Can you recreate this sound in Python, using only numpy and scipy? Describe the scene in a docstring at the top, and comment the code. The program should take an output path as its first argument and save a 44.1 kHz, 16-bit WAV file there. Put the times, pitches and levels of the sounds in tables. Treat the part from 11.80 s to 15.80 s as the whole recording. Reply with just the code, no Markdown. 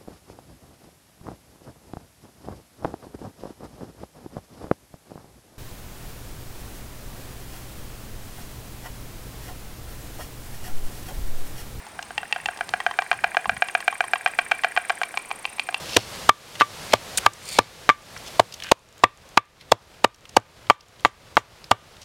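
"""Storks clattering on a high nest

Two storks clatter their bills, one evenly and hollow, the other brighter and out of step.
Each clack rings the bill and the throat pouch, bounces off the ground and comes back from the yard.
A bush cricket rasps its wings near by, over faint outdoor air and puffs of wind on the microphone."""
import sys
import numpy as np
from scipy import signal
from scipy.fft import rfft, irfft
from scipy.io import wavfile
from scipy.ndimage import uniform_filter1d

SR = 44100
rng = np.random.default_rng(int(sys.argv[2]) if len(sys.argv) > 2 else 0)


def wrap_up_sound(samples):
    """Save the sound to the file named by the first command line argument, as 16-bit audio."""
    columns = np.atleast_2d(samples).T
    # keep every value between -1 and 1, then stretch to whole-number steps
    tamed = np.clip(columns, -1, 1)
    steps = np.round(tamed * 32767).astype(np.int16)
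    wavfile.write(sys.argv[1], SR, steps)


N = 4 * SR


def amp(db):
    return 10 ** (np.asarray(db) / 20)


def unit_rms(x):
    return x / np.sqrt(np.mean(x ** 2) + 1e-20)


def curve(points, t):
    return np.interp(t, *np.transpose(points))


def coloured_noise(size, points):
    """White noise filtered by (Hz, dB) points."""
    hz, db = np.transpose(points)
    f = np.fft.rfftfreq(size, 1 / SR)
    gain = amp(np.interp(np.log(f + 1), np.log(hz), db))
    return irfft(rfft(rng.standard_normal(size)) * gain, size)


def add(mix, start_s, sound):
    part = mix[max(round(start_s * SR), 0):][:len(sound)]
    part += sound[:len(part)]


def impulse_response(gain):
    """Minimum-phase response with this gain spectrum."""
    log_gain = np.log(np.maximum(np.r_[gain, gain[-2:0:-1]], 1e-4 * gain.max()))
    return np.fft.ifft(np.exp(np.conj(signal.hilbert(log_gain)))).real[:len(gain)]


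def resonate(x, hz, width_hz):
    """Steep resonance; hz may vary per sample."""
    carrier = np.exp(2j * np.pi * np.cumsum(hz * np.ones(len(x))) / SR)
    r = np.exp(-np.pi * width_hz / SR)
    return (carrier * signal.lfilter([(1 - r) ** 2], [1, -2 * r, r * r], x / carrier)).real


def bell_band(f, hz, octaves):
    return np.exp(-.5 * (np.log2(f / hz) / octaves) ** 2)


# Outdoor air spectrum. Each row: frequency in Hz, relative level in dB.
AIR_SPECTRUM = [(25, -6), (60, -4), (130, -2), (300, 0.5), (560, 2.5), (750, 5.5), (1000, 4.5), (1300, 1),
                (1600, -0.5), (2000, 0), (2450, 0.5), (2900, -5.5), (3600, -6.5), (7000, -11.5),
                (9000, -8.5), (12000, -18.5), (18000, -26.5)]


def air(level_db=-45, patch_db=1.4):
    """Soft hiss whose level drifts in patches of time and frequency."""
    spectrogram = signal.stft(coloured_noise(N, AIR_SPECTRUM), nperseg=1024)[2]
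    patches = uniform_filter1d(rng.standard_normal(spectrogram.shape), size=12, axis=0)
    patches = unit_rms(uniform_filter1d(patches, size=8, axis=1))
    hiss = signal.istft(spectrogram * amp(patch_db * patches), nperseg=1024)[1][:N]
    return amp(level_db) * unit_rms(hiss)


# Wing stroke rate. Each row: time in seconds, strokes per second.
STROKE_RATE = [(0, 30.4), (.9, 30.5), (1.1, 29.8), (3.3, 29.8), (4, 28)]
# Cricket loudness. Each row: time in seconds, level in dB.
CRICKET_LEVEL = [(0, -51.5), (.8, -45.5), (1.2, -47.5), (1.6, -45), (2.1, -39.5), (2.9, -42.5),
                 (3.2, -40.5), (3.6, -42), (4, -41)]


def cricket(first_stroke_s=.023, rise_s=.0058, fall_s=.0041, wing_hz=8780, sag_hz_per_s=25000):
    """Each wing stroke swells, sags in pitch and stops; a higher rasp leads it."""
    rasp_hz, rasp_db, lead_s, rasp_half_width_s = 10900, -10.5, .0033, .0059
    t = np.arange(N) / SR
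    rate = curve(STROKE_RATE, t)
    strokes = np.cumsum(rate) / SR - first_stroke_s * rate[0]
    from_peak_s = (strokes - np.round(strokes)) / rate
    wing = resonate(rng.standard_normal(N), wing_hz - sag_hz_per_s * from_peak_s, width_hz=970)
    wing_swell = np.exp(-(from_peak_s / np.where(from_peak_s < 0, rise_s, fall_s)) ** 2)
    rasp = rng.standard_normal(N)
    for _ in range(2):
        rasp = resonate(rasp, rasp_hz, width_hz=3800)
    rasp_swell = amp(rasp_db) * np.exp(-((from_peak_s + lead_s) / rasp_half_width_s) ** 2)
    return amp(curve(CRICKET_LEVEL, t)) * (unit_rms(wing) * wing_swell + unit_rms(rasp) * rasp_swell)


def tuned(modes, scale, gain_db):
    """Modes with frequencies scaled and levels shifted."""
    return [(pitch * scale, width_hz, db + gain_db) for pitch, width_hz, db in modes]


def clack(modes, snap_db, pitch_spread=.014, spread_db=1, ripple_db=4):
    """The mandibles snap shut and ring the pouch and the bill, slightly differently each time."""
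    low_cut_hz, body_top_hz, distance_cut_hz = 527, 3036, 10200
    snap_low_hz, snap_high_hz = 2510, 4810
    f = np.fft.rfftfreq(4096, 1 / SR) + 1
    body_power = np.zeros(len(f))
    for hz, width_hz, db in modes:
        db += spread_db * rng.standard_normal()
        hz *= 1 + pitch_spread * rng.standard_normal()
        body_power += amp(db) ** 2 / (1 + ((f * f - hz * hz) / (f * width_hz)) ** 2)
    body_power /= 1 + (f / body_top_hz) ** 6
    snap_power = amp(snap_db) ** 2 / (1 + (f / snap_high_hz) ** 4) / (1 + (snap_low_hz / f) ** 4)
    ripple = uniform_filter1d(uniform_filter1d(rng.standard_normal(len(f)), size=20), size=20)
    ripple_gain = unit_rms(amp(ripple_db * np.minimum(unit_rms(ripple), 1)))
    band = 1 / (1 + (low_cut_hz / f) ** 5) / (1 + (f / distance_cut_hz) ** 6)
    return impulse_response(np.sqrt((body_power + snap_power * ripple_gain ** 2) * band))


# Tree echoes. 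Each row: delay in seconds, level in dB, smear in seconds, centre in Hz, width in octaves.
TREE_ECHOES = [(.019, -22, 0.013, 1400, 3.5), (.024, -22.5, 0.00097, 1590, 0.94),
               (.036, -27, .005, 1700, 1)]
# Reverb tail spectrum. Each row: frequency in Hz, relative level in dB.
TAIL_SPECTRUM = [(200, -10), (700, 2), (1100, -2.5), (1550, -1), (2000, 4.5), (2450, 2.5), (3500, 0.5),
                 (9000, -3)]


def yard(x, size=16384):
    """Ground bounce and slap, plus diffuse echoes and a faint reverb tail that vary slightly per clack."""
    ground_s, ground_gain, slap_s, slap_db = .00255, .65, .0745, -12
    tail_db, tail_rise_s, tail_t60_s = -21, .0047, .55
    t, f = np.arange(size) / SR, np.fft.rfftfreq(size, 1 / SR) + 1
    tail = coloured_noise(size, TAIL_SPECTRUM) * amp(-60 * t / tail_t60_s)
    tail *= np.clip(t / tail_rise_s, 0, 1)
    response = amp(tail_db) * tail / np.linalg.norm(tail)
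    response[0] += 1  # direct path
    for delay_s, db, smear_s, hz, octaves in TREE_ECHOES:
        scatter = rng.standard_normal(size) * (t >= delay_s) * np.exp(-abs(t - delay_s) / smear_s)
        band = bell_band(f, hz, octaves)
        echo = rfft(scatter) * band
        response += amp(db) * irfft(echo * np.linalg.norm(band) / np.linalg.norm(echo), size)
    bounced = x.copy()
    add(bounced, ground_s, ground_gain * x)
    out = signal.fftconvolve(bounced, response)
    slap = impulse_response(bell_band(f, hz=1946, octaves=.26))
    add(out, slap_s, amp(slap_db) * signal.fftconvolve(x, slap))
    return out


# Bright stork's clacks. Each row: start in seconds, pouch, knock and ring levels in dB,
# ring pitch in Hz, snap level in dB.
BRIGHT_CLACKS = [(0.0671, 1.5, -17.0, -25.0, 2420.0, -11.5), (0.2268, 0.5, -11, 3, 2800, -3.0),
                 (0.3795, 16, 19.5, 20.5, 2700, -2.5), (0.5114, 1, -3.0, -8, 2700, -26.0),
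                 (0.5258, 15, 19, 24.5, 2740, 1.5), (0.6587, 12.5, 18.5, 20.5, 2720, 1),
                 (0.774, 3, -17.0, -13.0, 2710.0, -8.0), (0.7899, 3.0, 1.0, -6, 2740.0, -28.0),
                 (0.8914, 6, -5.0, -17.0, 2670, -1), (1.003, 16, 16, 5.0, 2710.0, -8.5),
                 (1.1118, 14.5, 12.0, 0.0, 2670.0, -10), (1.2213, 15.0, 13, 3, 2550.0, -6.5),
                 (1.3293, 16, 14.0, 8.0, 2630.0, -8), (1.439, 18, 6, 7, 2670.0, -14),
                 (1.5469, 16.5, 13.0, 6.0, 2700.0, -16), (1.6567, 19, 7, 7, 2770.0, -19.0),
                 (1.7669, 4.5, 9.0, -1, 2380.0, -13), (1.8858, 7.5, 9.0, 10, 2680.0, -6.5),
                 (2.0048, 5.0, 9, 5, 2710.0, -7.0), (2.1267, 14, 7.0, -8.0, 2680.0, -14),
                 (2.2407, 14, 12, -2.0, 2650.0, -13), (2.3575, 15.5, 13, 9, 2680.0, -11),
                 (2.4749, 13, 16, 7, 2680.0, -7.0), (2.5922, 13.0, 17, 17, 2680.0, -6),
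                 (2.7139, 17, 18, 9, 2640, -4.0), (2.8365, 16, 19, 14, 2720, -4),
                 (2.9647, 16.5, 18.5, 14, 2540.0, -6), (3.0968, 16, 11, 18.5, 2360, 0),
                 (3.2337, 13.0, 13.5, 19, 2380.0, -1), (3.3638, -2, -6.0, -1, 2400, -21),
                 (3.374, 18, 0, 20.0, 2360, -1), (3.506, 9, -6.0, 3, 2380.0, -18.0),
                 (3.5134, 18.5, -8, 17, 2470, -10), (3.6446, 2, -11.0, 4.0, 2380.0, -19.0),
                 (3.6533, 14.5, -7, 22.5, 2507, -10), (3.7838, 5, -8.0, 5, 2370, -19.0),
                 (3.796, 14, -3, 25.5, 2544, -2.5), (3.926, 4, -8, 1, 2460, -17.0),
                 (3.9443, 14.5, -3, 25, 2645, -2)]
# Pouch and bill-knock modes. Each row: base frequency in Hz, width in Hz, relative level in dB.
BRIGHT_POUCH = [(761, 230, -4), (995, 62, 3.5)]
BRIGHT_KNOCK = [(1858, 102, 1), (3220, 100, -4)]
# Bill ring partials. Each row: multiple of the ring pitch, width in Hz, relative level in dB.
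BRIGHT_RING = [(0.998, 177, 0.5), (1.24, 314, -10.5), (1.52, 348, -19.5), (1.78, 347, -9.5)]
# Pouch tightening. Each row: time in seconds, pitch factor.
POUCH_PITCH = [(.65, 0.85), (1, 1.02), (3, 1.11), (3.5, 1)]


def bright_stork():
    """Uneven clatter with a sharp snap; the pouch tightens and rises in pitch, then eases."""
    out = np.zeros(N)
    for start_s, pouch_db, knock_db, ring_db, ring_hz, snap_db in BRIGHT_CLACKS:
        pouch = tuned(BRIGHT_POUCH, curve(POUCH_PITCH, start_s), pouch_db)
        knock = tuned(BRIGHT_KNOCK, 1, knock_db)
        ring = tuned(BRIGHT_RING, ring_hz, ring_db)
        add(out, start_s, yard(clack(pouch + knock + ring, snap_db)))
    return out


# Wind puffs. Each row: peak time in seconds, half-width in seconds, level in dB.
PUFFS = [(0.175, 0.11, -56), (0.416, 0.12, -54), (0.664, 0.048, -51.5), (0.91, 0.062, -53),
         (1.1, 0.016, -53), (1.405, 0.1, -52.5), (1.686, 0.016, -42), (1.73, 0.015, -42.5),
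         (1.775, 0.016, -44), (2.46, 0.045, -61)]
# Puff spectrum. Each row: frequency in Hz, relative level in dB.
PUFF_SPECTRUM = [(20, -40), (60, 2.5), (150, 0), (250, -2), (500, -33), (2000, -65)]


def wind():
    """Short low puffs on the microphone."""
    t = np.arange(N) / SR
    gusts = sum(amp(db) * np.exp(-((t - peak_s) / half_s) ** 2) for peak_s, half_s, db in PUFFS)
    return gusts * unit_rms(coloured_noise(N, PUFF_SPECTRUM))


# Hollow stork's clacks. Each row: start in seconds, knock level in dB, ring level in dB re the knock.
HOLLOW_CLACKS = [(0.1914, 13.5, -15), (0.3067, 8.5, -29), (0.4313, 11, -21), (0.5618, 15.5, -13),
                 (0.6869, 18.5, -14), (0.8096, 20.5, -10.5), (0.938, 24, -9), (1.0647, 26, -7.5),
                 (1.189, 26, -5), (1.315, 26.5, -2), (1.4423, 27, -3.5), (1.5692, 27, -5.5),
                 (1.6948, 26, -5), (1.8222, 26.5, -2), (1.951, 26.5, -3.5), (2.0797, 26.5, -2),
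                 (2.2066, 26.5, -4), (2.3349, 26.5, -3), (2.4614, 26, -2), (2.5887, 26.5, -2.5),
                 (2.7172, 26, 0), (2.8456, 27, -3.5), (2.975, 26, -3), (3.103, 24.5, -9.5),
                 (3.2156, 22, -14), (3.3415, 9.5, -13), (3.8891, 18, -5.5)]
# Pouch and bill-knock modes. Each row: frequency in Hz, width in Hz, relative level in dB.
HOLLOW_POUCH = [(708, 88.8, 0)]
HOLLOW_KNOCK = [(1434, 95, -1), (1630, 123, -2), (3010, 130, -9.5), (5230, 500, -19.5)]
# Bill ring partials. Each row: multiple of the ring pitch, width in Hz, relative level in dB.
HOLLOW_RING = [(1, 168, 1), (1.299, 280, -27.5), (1.77, 198, -13)]


def hollow_stork(ring_hz=2405, pouch_rel_db=1.47, snap_rel_db=-30.5):
    """Even clatter, about eight clacks a second, with a strong pouch resonance and little snap."""
    out = np.zeros(N)
    for start_s, knock_db, ring_rel_db in HOLLOW_CLACKS:
        pouch = tuned(HOLLOW_POUCH, 1, knock_db + pouch_rel_db)
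        knock = tuned(HOLLOW_KNOCK, 1, knock_db)
        ring = tuned(HOLLOW_RING, ring_hz, knock_db + ring_rel_db)
        add(out, start_s, yard(clack(pouch + knock + ring, knock_db + snap_rel_db)))
    return out


def scene():
    return (air() + cricket() + bright_stork() + wind() + hollow_stork())[None]


def record(dry):
    """Steep low-pass at 18.5 kHz."""
    lowpass = signal.firwin(511, 18500, window=("kaiser", 9), fs=SR)
    return signal.oaconvolve(dry, lowpass[None], "same")


dry = scene()
out = record(dry)
wrap_up_sound(out)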